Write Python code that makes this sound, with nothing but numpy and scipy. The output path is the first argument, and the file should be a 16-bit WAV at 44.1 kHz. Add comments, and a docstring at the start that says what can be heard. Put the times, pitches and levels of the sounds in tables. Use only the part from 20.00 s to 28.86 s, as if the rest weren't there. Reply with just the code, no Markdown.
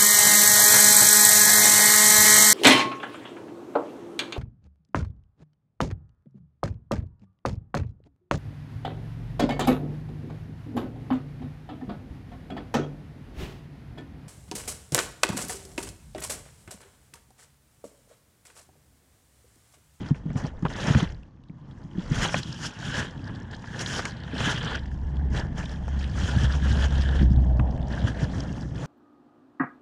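"""A small camera is pushed through long grass: from the start, random scratches ring its case in strokes,
low knocks decay, stalks snap as bursts of noise and blade tips flick, over filtered-noise grip and wind.
A tyre roar of filtered noise, very faint at first, swells later. An engine drone, two sine tones, joins
halfway and drops in pitch as the vehicle goes by far off near the end. Grass and knocks go on meanwhile.
A faint background hiss of shaped noise lies under it all."""
import sys
import numpy as np
from scipy import signal
from scipy.fft import rfft, irfft, next_fast_len
from scipy.io import wavfile
from scipy.ndimage import uniform_filter1d

SR = 44100
rng = np.random.default_rng(int(sys.argv[2]) if len(sys.argv) > 2 else 0)


def file_out(sig):
    """Save sig as 16-bit WAV at sys.argv[1]."""
    # one column per channel
    cols = np.atleast_2d(sig).T
    # limit, then scale
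    lim = np.clip(cols, -1, 1)
    pcm = np.round(lim * 32767).astype(np.int16)
    wavfile.write(sys.argv[1], SR, pcm)


def makeup_ratio(level_db):
    """Linear amplitude ratio for a level in decibels (20 dB per factor of ten)."""
    decades = np.asarray(level_db, float) / 20
    return 10 ** decades


N = 390726  # length in samples


def evened(x):
    """Scales a sound to rms 1."""
    return x / np.sqrt(np.mean(x ** 2) + 1e-20)


def columns(rows):
    """Draws straight lines between the rows of a table: one value per sample for each column."""
    s, *values = np.transpose(rows)
    t = np.arange(N) / SR
    return [np.interp(t, s, v) for v in values]


def resonate(x, hz, width):
    """A steep resonance: shifts hz down to zero, smooths twice, and shifts back."""
    turn = np.exp(2j * np.pi * np.cumsum(hz * np.ones(len(x))) / SR)
    r = np.exp(-np.pi * width / SR)
    low = x / turn
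    for _ in range(2):
        low = signal.lfilter([1 - r], [1, -r], low)
    return 2 * (turn * low).real


def ring(x, modes):
    """Passes x through fixed steep resonances of alternating sign; rms 1."""
    size = next_fast_len(len(x))
    f = np.fft.rfftfreq(size, 1 / SR)
    gain = 0
    for k, (hz, width, db) in enumerate(modes):
        gain = gain + (-1) ** k * makeup_ratio(db) / (1 + 2j * (f - hz) / width) ** 2
    return evened(irfft(rfft(x, size) * gain, size)[:len(x)])


def wander(seconds):
    """Smooth random curve of rms 1 that changes over the given time."""
    size = next_fast_len(N)
    hz = np.fft.rfftfreq(size, 1 / SR)
    spectrum = rfft(rng.standard_normal(size)) * np.exp(-(hz * seconds) ** 2)
    return evened(irfft(spectrum, size)[:N])


# Colour of the faint background hiss, cut steeply above about 7 kHz: pitch_hz, level_db (per Hz, relative)
HISS_COLOUR = [(300, 0.5), (1700, -4), (2300, -12), (6500, -16), (8000, -37.5), (14000, -48.5)]
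HISS_DB = -73.5  # level of the whole hiss


def background_hiss():
    """Faint steady hiss: noise shaped by a curve over pitch."""
    hz, db = np.transpose(HISS_COLOUR)
    f = np.fft.rfftfreq(N, 1 / SR)
    shape = makeup_ratio(np.interp(np.log(f + 1), np.log(hz), db))
    return makeup_ratio(HISS_DB) * evened(irfft(rfft(rng.standard_normal(N)) * shape, N))


# Level of the passing engine: time_s, level_db
ENGINE_LEVEL = [(4.1, -48), (4.4, -37), (4.6, -48), (4.8, -33.5), (5.08, -33.5), (5.16, -26), (5.39, -25),
                (5.47, -42), (5.95, -27), (6.27, -30), (6.43, -23.5), (7.15, -21.5), (7.27, -16),
                (7.62, -22.5), (7.75, -29.5), (8.86, -41.5)]
# Level of the tyre roar: time_s, level_db
ROAD_LEVEL = [(1.4, -73), (1.6, -68), (2.2, -59), (3.2, -57), (6.5, -54), (7.2, -50), (7.65, -40),
              (8.1, -45), (8.86, -56)]
FIRING_HZ, SHIFT_HZ = 65.17, 2.7  # middle pitch; it starts this much above and ends as much below
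PASS_S, PASS_SPAN_S = 7.31, 0.16  # when the pitch falls, and how gradually
ROAR_HZ, ROAR_FALL_HZ_PER_S = 1110, 62.7  # the roar deepens steadily


def vehicle():
    """Firing tone with a weak octave, wavering over the distance, and a hollow tyre roar."""
    t = np.arange(N) / SR
    (engine_db,), (road_db,) = columns(ENGINE_LEVEL), columns(ROAD_LEVEL)
    hz = FIRING_HZ - SHIFT_HZ * np.tanh((t - PASS_S) / PASS_SPAN_S)
    phase = 2 * np.pi * np.cumsum(hz) / SR + 0.35 * wander(0.08)
    tone = np.sin(phase) + makeup_ratio(-12.5) * np.sin(2 * phase)
    # silent until the first row of its table, then fades in
    heard = np.clip((t - ENGINE_LEVEL[0][0]) / 0.12, 0, 1)
    drone = np.sqrt(2) * heard * makeup_ratio(engine_db + 1.6 * wander(0.04)) * tone
    road_hz = ROAR_HZ - ROAR_FALL_HZ_PER_S * t
    roar = resonate(rng.standard_normal(N), road_hz, 690)
    roar = evened(resonate(roar, road_hz, 650))
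    return drone + makeup_ratio(road_db + 1.0 * wander(0.042)) * roar


# Low modes of the case: pitch_hz, width_hz, level_db
LOW_MODES = [(65, 49, -3), (101.3, 47, 2), (148, 81, 2.5), (219.6, 117, -4), (288.6, 148, -7.5)]
# The hand's hold on the case: time_s, level_db
GRIP_LEVEL = [(0, -35.5), (.2, -45), (.33, -34), (.53, -45.5), (1.3, -49.5), (1.86, -42.5), (2.5, -37.5),
              (2.8, -58), (3.3, -35), (3.6, -40.5), (4.2, -40.5), (5.05, -36.5), (5.3, -30.5), (5.8, -38),
              (6.4, -32.5), (7.1, -31.5), (7.36, -29), (8.86, -33.5)]
# Wind on the port: time_s, level_db
WIND_LEVEL = [(0, -42), (.32, -44), (.66, -33.5), (.8, -50), (1.13, -32), (1.32, -61), (1.95, -45),
              (2.18, -31), (2.49, -58), (3.3, -45), (4.2, -59), (4.6, -40), (5.32, -33), (5.81, -37.5),
              (6.4, -36), (7.25, -28), (8.86, -47)]
FIRM_DB = -43.5  # scrape level of a firm stroke
SHAKE_DB, SHAKE_PER_DB = -42.5, 0.74  # shake of a firm stroke; its growth per dB of scrape
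SHAKE_S = 0.036  # the scrape level is averaged over this time


def rumble(level_db):
    """The grip and the strokes shake the low modes unevenly; slow lumpy wind pushes the membrane."""
    (grip_db,), (wind_db,) = columns(GRIP_LEVEL), columns(WIND_LEVEL)
    smooth_db = uniform_filter1d(level_db, round(SHAKE_S * SR))
    shake_db = SHAKE_DB + SHAKE_PER_DB * (smooth_db - FIRM_DB)
    handling = ring(rng.standard_normal(N) * makeup_ratio(2.0 * wander(0.028)), LOW_MODES)
    wind = ring(rng.standard_normal(N) * makeup_ratio(1.0 * wander(0.1)), [(41.7, 104, 0)])
    return np.hypot(makeup_ratio(grip_db), makeup_ratio(shake_db)) * handling + makeup_ratio(wind_db) * wind


# Knocks on the case: start_s, level_db, pitch_hz (of the low mode)
KNOCK_LIST = [(0.01, -26, 192), (0.108, -10, 146.6), (0.255, -22, 161), (0.274, -29, 161),
              (0.299, -22.5, 149), (0.354, -16, 142), (0.439, -18.5, 148.4), (0.624, -18.5, 169),
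              (0.646, -16.5, 146), (0.875, -19.5, 173), (0.902, -10, 138), (0.951, -7, 119.4),
              (0.964, -8.5, 112.5), (1.023, -14.5, 171), (1.496, -31.5, 163), (1.951, -28, 190),
              (1.978, -20, 183), (2.111, -14.5, 143), (2.178, -21, 130), (3.23, -25.5, 125.7),
              (4.33, -28, 265), (4.402, -22, 150), (6.132, -20, 98), (6.232, -15.5, 95), (6.362, -11, 109),
              (6.431, -12, 113), (6.712, -14.5, 100), (7.21, -15.5, 176), (7.225, -14, 188),
              (7.304, -13, 121), (7.371, -14, 125), (7.592, -13, 118), (8.04, -12.5, 108),
              (8.222, -14, 131), (8.355, -19.5, 98)]


def knocks():
    """Each blow rings a low mode and a higher one: quick swell, then decay."""
    out, t = np.zeros(N + 9000), np.arange(8000) / SR
    shape = (1 - np.exp(-t / 0.0029)) ** 2 * makeup_ratio(-60 * t / 0.065)
    shape /= shape.max()
    for s, db, hz in KNOCK_LIST:
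        low = np.sin(2 * np.pi * hz * t)
        high = 0.6 * makeup_ratio(-60 * t / 0.14) * np.sin(2 * np.pi * 1.688 * hz * t)  # dies sooner
        out[round(s * SR):][:8000] -= makeup_ratio(db) * shape * (low + high)
    return out[:N]


# Stalks snapping: start_s, peak_db (middle part), low_db and high_db (those parts, relative to the middle)
SNAP_LIST = [(0.1442, -39.5, -3, -23), (0.301, -39, 3, -15), (0.356, -40, 9, -19), (0.448, -39, 11, -20),
             (0.6246, -52, 16, -23), (0.6502, -31.5, 15, -12), (0.66, -36.5, 15.5, -30),
             (0.946, -21, 1.5, -29), (2.247, -18.5, 2.5, -16), (2.2904, -28, -1.5, -20),
             (2.341, -13.5, 2.5, -44), (3.2919, -44.5, 14, -22), (3.639, -40, 8.5, -20),
             (3.991, -29.5, 7, -20), (4.0518, -23.5, -4, 3), (4.4026, -25, 6, -8), (5.878, -43, 15, 3),
             (7.5939, -29, 8, -16)]
# Middle, low and high part of a snap: pitch_hz, width_hz (of each of two resonances in a row)
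SNAP_PARTS = [(2150, 1570), (620, 2380), (5600, 7900)]


def snaps():
    """A sharp break and a few milliseconds of crackle, in three parts; the low part lasts longer."""
    out, t = np.zeros(N + 2000), np.arange(1500) / SR
    cracks = rng.standard_normal((len(SNAP_LIST), 1500)) * (1 - np.exp(-t / 0.002)) ** 2
    cracks[:, 110] += 4  # the sharp break, 2.5 ms after the start
    for (s, db, low_db, high_db), crack in zip(SNAP_LIST, cracks):
        # t60: seconds in which the crackle falls by 60 dB
        for (hz, width), part_db, t60 in zip(SNAP_PARTS, (0, low_db, high_db), (0.018, 0.032, 0.015)):
            sound = resonate(crack * makeup_ratio(-60 * t / t60), hz, width)
            sound = resonate(sound, hz, width)
            out[round(s * SR):][:1500] += makeup_ratio(db + part_db) * sound / abs(sound).max()
    return out[:N]


# Blade tips flicking free: start_s, peak_db (before the case rings along), pitch_hz
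TICK_LIST = [(1.145, -48, 4200), (1.23, -46.5, 2840), (1.436, -51, 3180), (1.484, -57, 3700),
             (1.495, -51, 2150), (1.71, -51, 3500), (1.911, -48.5, 3000), (1.993, -38, 3200),
             (2.430, -26.5, 4400), (2.525, -30, 4960), (3.277, -40.5, 4960), (3.356, -42, 3880),
             (3.510, -43.5, 4520), (3.545, -41.5, 4000), (3.791, -27, 5270), (3.86, -23, 3600),
             (3.929, -30, 5600), (4.379, -27.5, 3970), (4.77, -32.5, 2750), (4.855, -39, 1750),
             (4.913, -42, 1770), (5.167, -39, 3120), (5.628, -37.5, 2400), (5.656, -29.5, 3200),
             (5.693, -39.5, 4200), (5.758, -42.5, 3460), (6.04, -29, 3220), (6.522, -31.5, 4700),
             (7.826, -42.5, 3177), (8.403, -29.5, 5500), (8.526, -38.5, 5760), (8.608, -40, 5230)]
# Small flicks stand out most in light contact: scrape_db, flick_db
SMALL_FLICKS = [(-70, -76), (-52, -51), (-28, -37)]
# The microphone port: pitch_hz, width_hz, level_db
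PORT_RING = [(1692, 310, 4)]
# Ring of the case: pitch_hz, width_hz, level_db
CASE_RING = [(1464, 540, 5), (2180, 1300, -6.5), (3074, 870, 11), (4200, 2800, -4.5)]
# Hiss of blade edges: pitch_hz, width_hz, level_db
EDGE_HISS = [(5500, 2300, 0), (7000, 1370, -2), (8360, 7000, -11.5)]


def ticks(level_db):
    """Brief flicks: the listed ones, and many small ones that follow the scrape; all ring the case."""
    out, wide, t = np.zeros(N + 400), np.zeros(N + 400), np.arange(400) / SR
    chance = rng.random((520, 3))
    when = chance[:, 0] * (N - 1) / SR
    scrape_db = level_db[(when * SR).astype(int)]
    size_db = -5 * np.log(0.12 + chance[:, 1])  # a few are much louder than most
    small_db = size_db + np.interp(scrape_db, *np.transpose(SMALL_FLICKS))
    small = np.transpose([when, small_db, 2400 + 3800 * chance[:, 2]])
    noise = rng.standard_normal((len(small) + len(TICK_LIST), 400)) * t ** 2 * np.exp(-t / 0.001)
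    for (s, db, hz), burst in zip([*small, *TICK_LIST], noise):
        flick = resonate(burst, hz, 0.32 * hz)
        start = round(s * SR)
        out[start:][:400] += makeup_ratio(db) * flick / abs(flick).max()
        wide[start:][:400] += makeup_ratio(db) * burst / abs(burst).max()
    rung = makeup_ratio(-8) * wide.std() * ring(wide, PORT_RING + CASE_RING + EDGE_HISS)
    return (out + rung)[:N]


# Strokes of blades over the case: peak_s, peak_db, rise_s, fall_s, edge_db (edge hiss, relative)
STROKE_LIST = [(.1, -52, 0.77, 0.038, -10.5), (.157, -55, 0.032, 0.086, -6),
               (0.377, -41.5, 0.022, 0.078, -10), (.47, -44, 0.17, 0.071, -16),
               (0.706, -37.5, 0.027, 0.36, -15.5), (0.896, -26.5, 0.21, 0.081, -17),
               (1.001, -27.5, 0.11, 0.066, -15), (1.1, -48.5, 0.022, 0.048, -14),
               (2.005, -45.5, 0.063, 0.2, -16.5), (2.145, -33, 0.063, 0.15, -16.5),
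               (2.24, -22.5, 0.12, 0.08, -12), (2.39, -30, 0.22, 0.037, -12.5),
               (2.48, -41.5, 0.56, 0.3, -11), (2.664, -32.5, 0.12, 0.064, -9.5),
               (2.87, -37.5, 0.05, 0.2, -3), (2.998, -28, 0.29, 0.098, -14.5),
               (3.283, -50.5, 0.051, 0.42, -17), (3.537, -41.5, 0.039, 0.036, -20),
               (3.79, -39.5, 0.16, 0.28, -16.5), (3.815, -29, 0.04, 0.036, -6.5),
               (3.985, -29.5, 0.29, 0.12, -8), (4.08, -41, 0.24, 0.16, -12.5),
               (4.398, -32, 0.063, 0.37, -10), (4.478, -23.5, 0.14, 0.15, -16),
               (4.751, -30, 0.61, 0.046, -24.5), (5.371, -34.5, 0.055, 0.084, -12),
               (5.59, -38.5, 0.043, 0.09, -9.5), (5.712, -45, 0.094, 0.098, -11),
               (6.05, -42, 0.28, 0.084, -13.5), (6.186, -34.5, 0.076, 0.73, -12.5),
               (6.445, -33.5, 0.26, 0.056, -14), (6.55, -32.5, 0.08, 0.03, -16),
               (6.7, -31, 0.14, 0.04, -14.5), (6.845, -30, 0.21, 0.047, -13.5),
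               (7.015, -35, 0.32, 0.16, -17.5), (7.21, -37, 0.4, 0.07, -18), (7.927, -39, 0.052, 0.24, -15),
               (8.082, -35, 0.079, 0.058, -13), (8.224, -35.5, 0.1, 0.082, -15),
               (8.396, -42, 0.22, 0.19, -11), (8.6, -50.5, 0.37, 0.2, -9), (8.85, -41, 0.16, 0.09, -11.5)]
# Grass resting against the case between strokes: time_s, level_db
REST_LEVEL = [(0, -88), (.3, -57.5), (.54, -83), (1.14, -74), (1.3, -86), (1.55, -75), (1.72, -63.5),
              (1.9, -71), (2.6, -54), (3.12, -51), (4.2, -68), (4.85, -58.5), (5.5, -59.5), (7.3, -52.5),
              (7.55, -58), (7.75, -55), (8.45, -58), (8.7, -75)]
REST_EDGE_DB = -15.5  # edge hiss at rest, relative
ROUNDNESS = 1.14  # a stroke is 20 dB down one rise or fall time from its peak; 1 = pointed, 2 = round


def contact():
    """Scrape level and edge hiss in dB: strokes add to the resting grass, each with its own edge."""
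    t = np.arange(0, N, 32) / SR
    s, db, rise, fall, edge_db = np.transpose(STROKE_LIST)[:, :, None]
    away = abs(t - s) / np.where(t < s, rise, fall)
    power = makeup_ratio(2 * np.maximum(db - 20 * away ** ROUNDNESS, -150))
    rest = makeup_ratio(2 * np.interp(t, *np.transpose(REST_LEVEL)))
    total = power.sum(0) + rest
    edge = ((power * edge_db).sum(0) + rest * REST_EDGE_DB) / total
    return columns(np.transpose([t, 10 * np.log10(total), edge]))


def scratches(per_s, spread_db, short_s, long_s, count):
    """Single blades catch and let go: brief bursts, each kind with its own pitch range and length."""
    out, t = np.zeros(N), np.arange(1200) / SR
    size = makeup_ratio(spread_db * np.minimum(rng.exponential(1, N), 3.3))
    size *= rng.random(N) < per_s / SR  # only a few samples start a scratch
    kind = rng.integers(0, count, N)
    for k, hz in enumerate(np.geomspace(700, 9000, count)):
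        burst = resonate(rng.standard_normal(len(t)), hz, 500 + 0.51 * hz)
        length = rng.uniform(short_s, long_s)
        burst = evened(burst * t * np.exp(-t / length))
        out += signal.oaconvolve(size * (kind == k), burst)[:N]
    return evened(out)


def patchy(x, depth_db):
    """Blades change their place, so the colour shifts: patches of about 1 kHz by 40 ms rise and sink."""
    z = signal.stft(x, nperseg=512)[2]
    patches = rng.standard_normal(z.shape[::-1]).T
    patches = uniform_filter1d(patches, size=10, axis=0)  # across pitch
    patches = evened(uniform_filter1d(patches, size=7, axis=1))  # across time
    return signal.istft(z * makeup_ratio(depth_db * patches), nperseg=512)[1][:len(x)]


# Blades pressing on the shell: pitch_hz, width_hz, level_db
DULL_PRESS = [(419, 295, 6), (774, 770, 1)]
# Broad colour of scratches heard through the air: pitch_hz, width_hz, level_db
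OPEN_AIR = [(1860, 3150, 0)]
# Colour of a firm stroke, relative to the scrape: time_s, dull_db (pressure on the shell),
# port_db (ring of the port), grit_db (scratches through the air), case_db (ring of the case)
TOUCH_COLOUR = [(0, 1.5, -3, 1.5, -5), (.65, -1, -9, -8.5, -16.5), (1.05, -3.5, -4.5, -4, -10),
                (2.1, -4.5, -9, -6, -12), (2.5, -10, -8.5, -11.5, -7.5), (3.3, -4.5, -2, -9, -9),
                (4.6, -7, -6.5, -9.5, -10), (5.4, 1.5, 1, -5.5, -9), (6, -4.5, -5, -8, -8.5),
                (7, -3, -4, -11.5, -9), (8.86, 0.5, -5.5, -6.5, -11)]
# dB per dB of scrape: light contact is duller and rings the port more, the case less
DULL_PER_DB, PORT_PER_DB, CASE_PER_DB = -0.3273, -0.12, 0.02
PORT_PER_EDGE = -0.088  # dB per dB of edge hiss: a strong edge rings the port less


def scrape(level_db, edge_db):
    """A rub rings the shell, port, case and edge hiss; its scratches also come through the air."""
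    dull_db, port_db, grit_db, case_db = columns(TOUCH_COLOUR)
    firmer_db = level_db - FIRM_DB
    dull_db = dull_db + DULL_PER_DB * firmer_db
    port_db = port_db + PORT_PER_DB * firmer_db + PORT_PER_EDGE * (edge_db - REST_EDGE_DB)
    case_db = case_db + CASE_PER_DB * firmer_db
    grit = scratches(per_s=900, spread_db=3.2, short_s=0.0005, long_s=0.003, count=12)
    crackle = makeup_ratio(grit_db) * ring(grit + rng.standard_normal(N), OPEN_AIR)
    drag = 0.5 * grit + rng.standard_normal(N)
    drag *= makeup_ratio(1.0 * wander(0.03))
    hiss = makeup_ratio(edge_db + 2.0 * wander(0.044)) * ring(drag, EDGE_HISS)
    case = makeup_ratio(case_db) * ring(drag, CASE_RING)
    port = makeup_ratio(port_db + 2.0 * wander(0.022)) * ring(drag, PORT_RING)
    dull = makeup_ratio(dull_db) * ring(drag, DULL_PRESS)
    return makeup_ratio(level_db) * patchy(case - port + crackle + hiss + dull, depth_db=1.5)


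def scene():
    """All sources at one microphone."""
    level_db, edge_db = contact()
    background = background_hiss() + vehicle() + rumble(level_db)
    hits = knocks() + snaps() + ticks(level_db)
    return (background + hits + scrape(level_db, edge_db))[None]


def top_cut(x):
    """Nothing passes above the cut-off."""
    return signal.sosfilt(signal.butter(12, 15300, fs=SR, output="sos"), x)


def record(dry):
    """The microphone loses the deepest bass and rolls off steeply in the treble."""
    hz = np.fft.rfftfreq(N, 1 / SR)
    treble = 1 / np.sqrt(1 + (hz / 9600) ** 11)
    bass = 1 / np.sqrt(1 + (24 / (hz + 1)) ** 6)
    mix = irfft(rfft(dry) * treble * bass, N)
    return top_cut(mix)


dry = scene()
out = record(dry)
file_out(out)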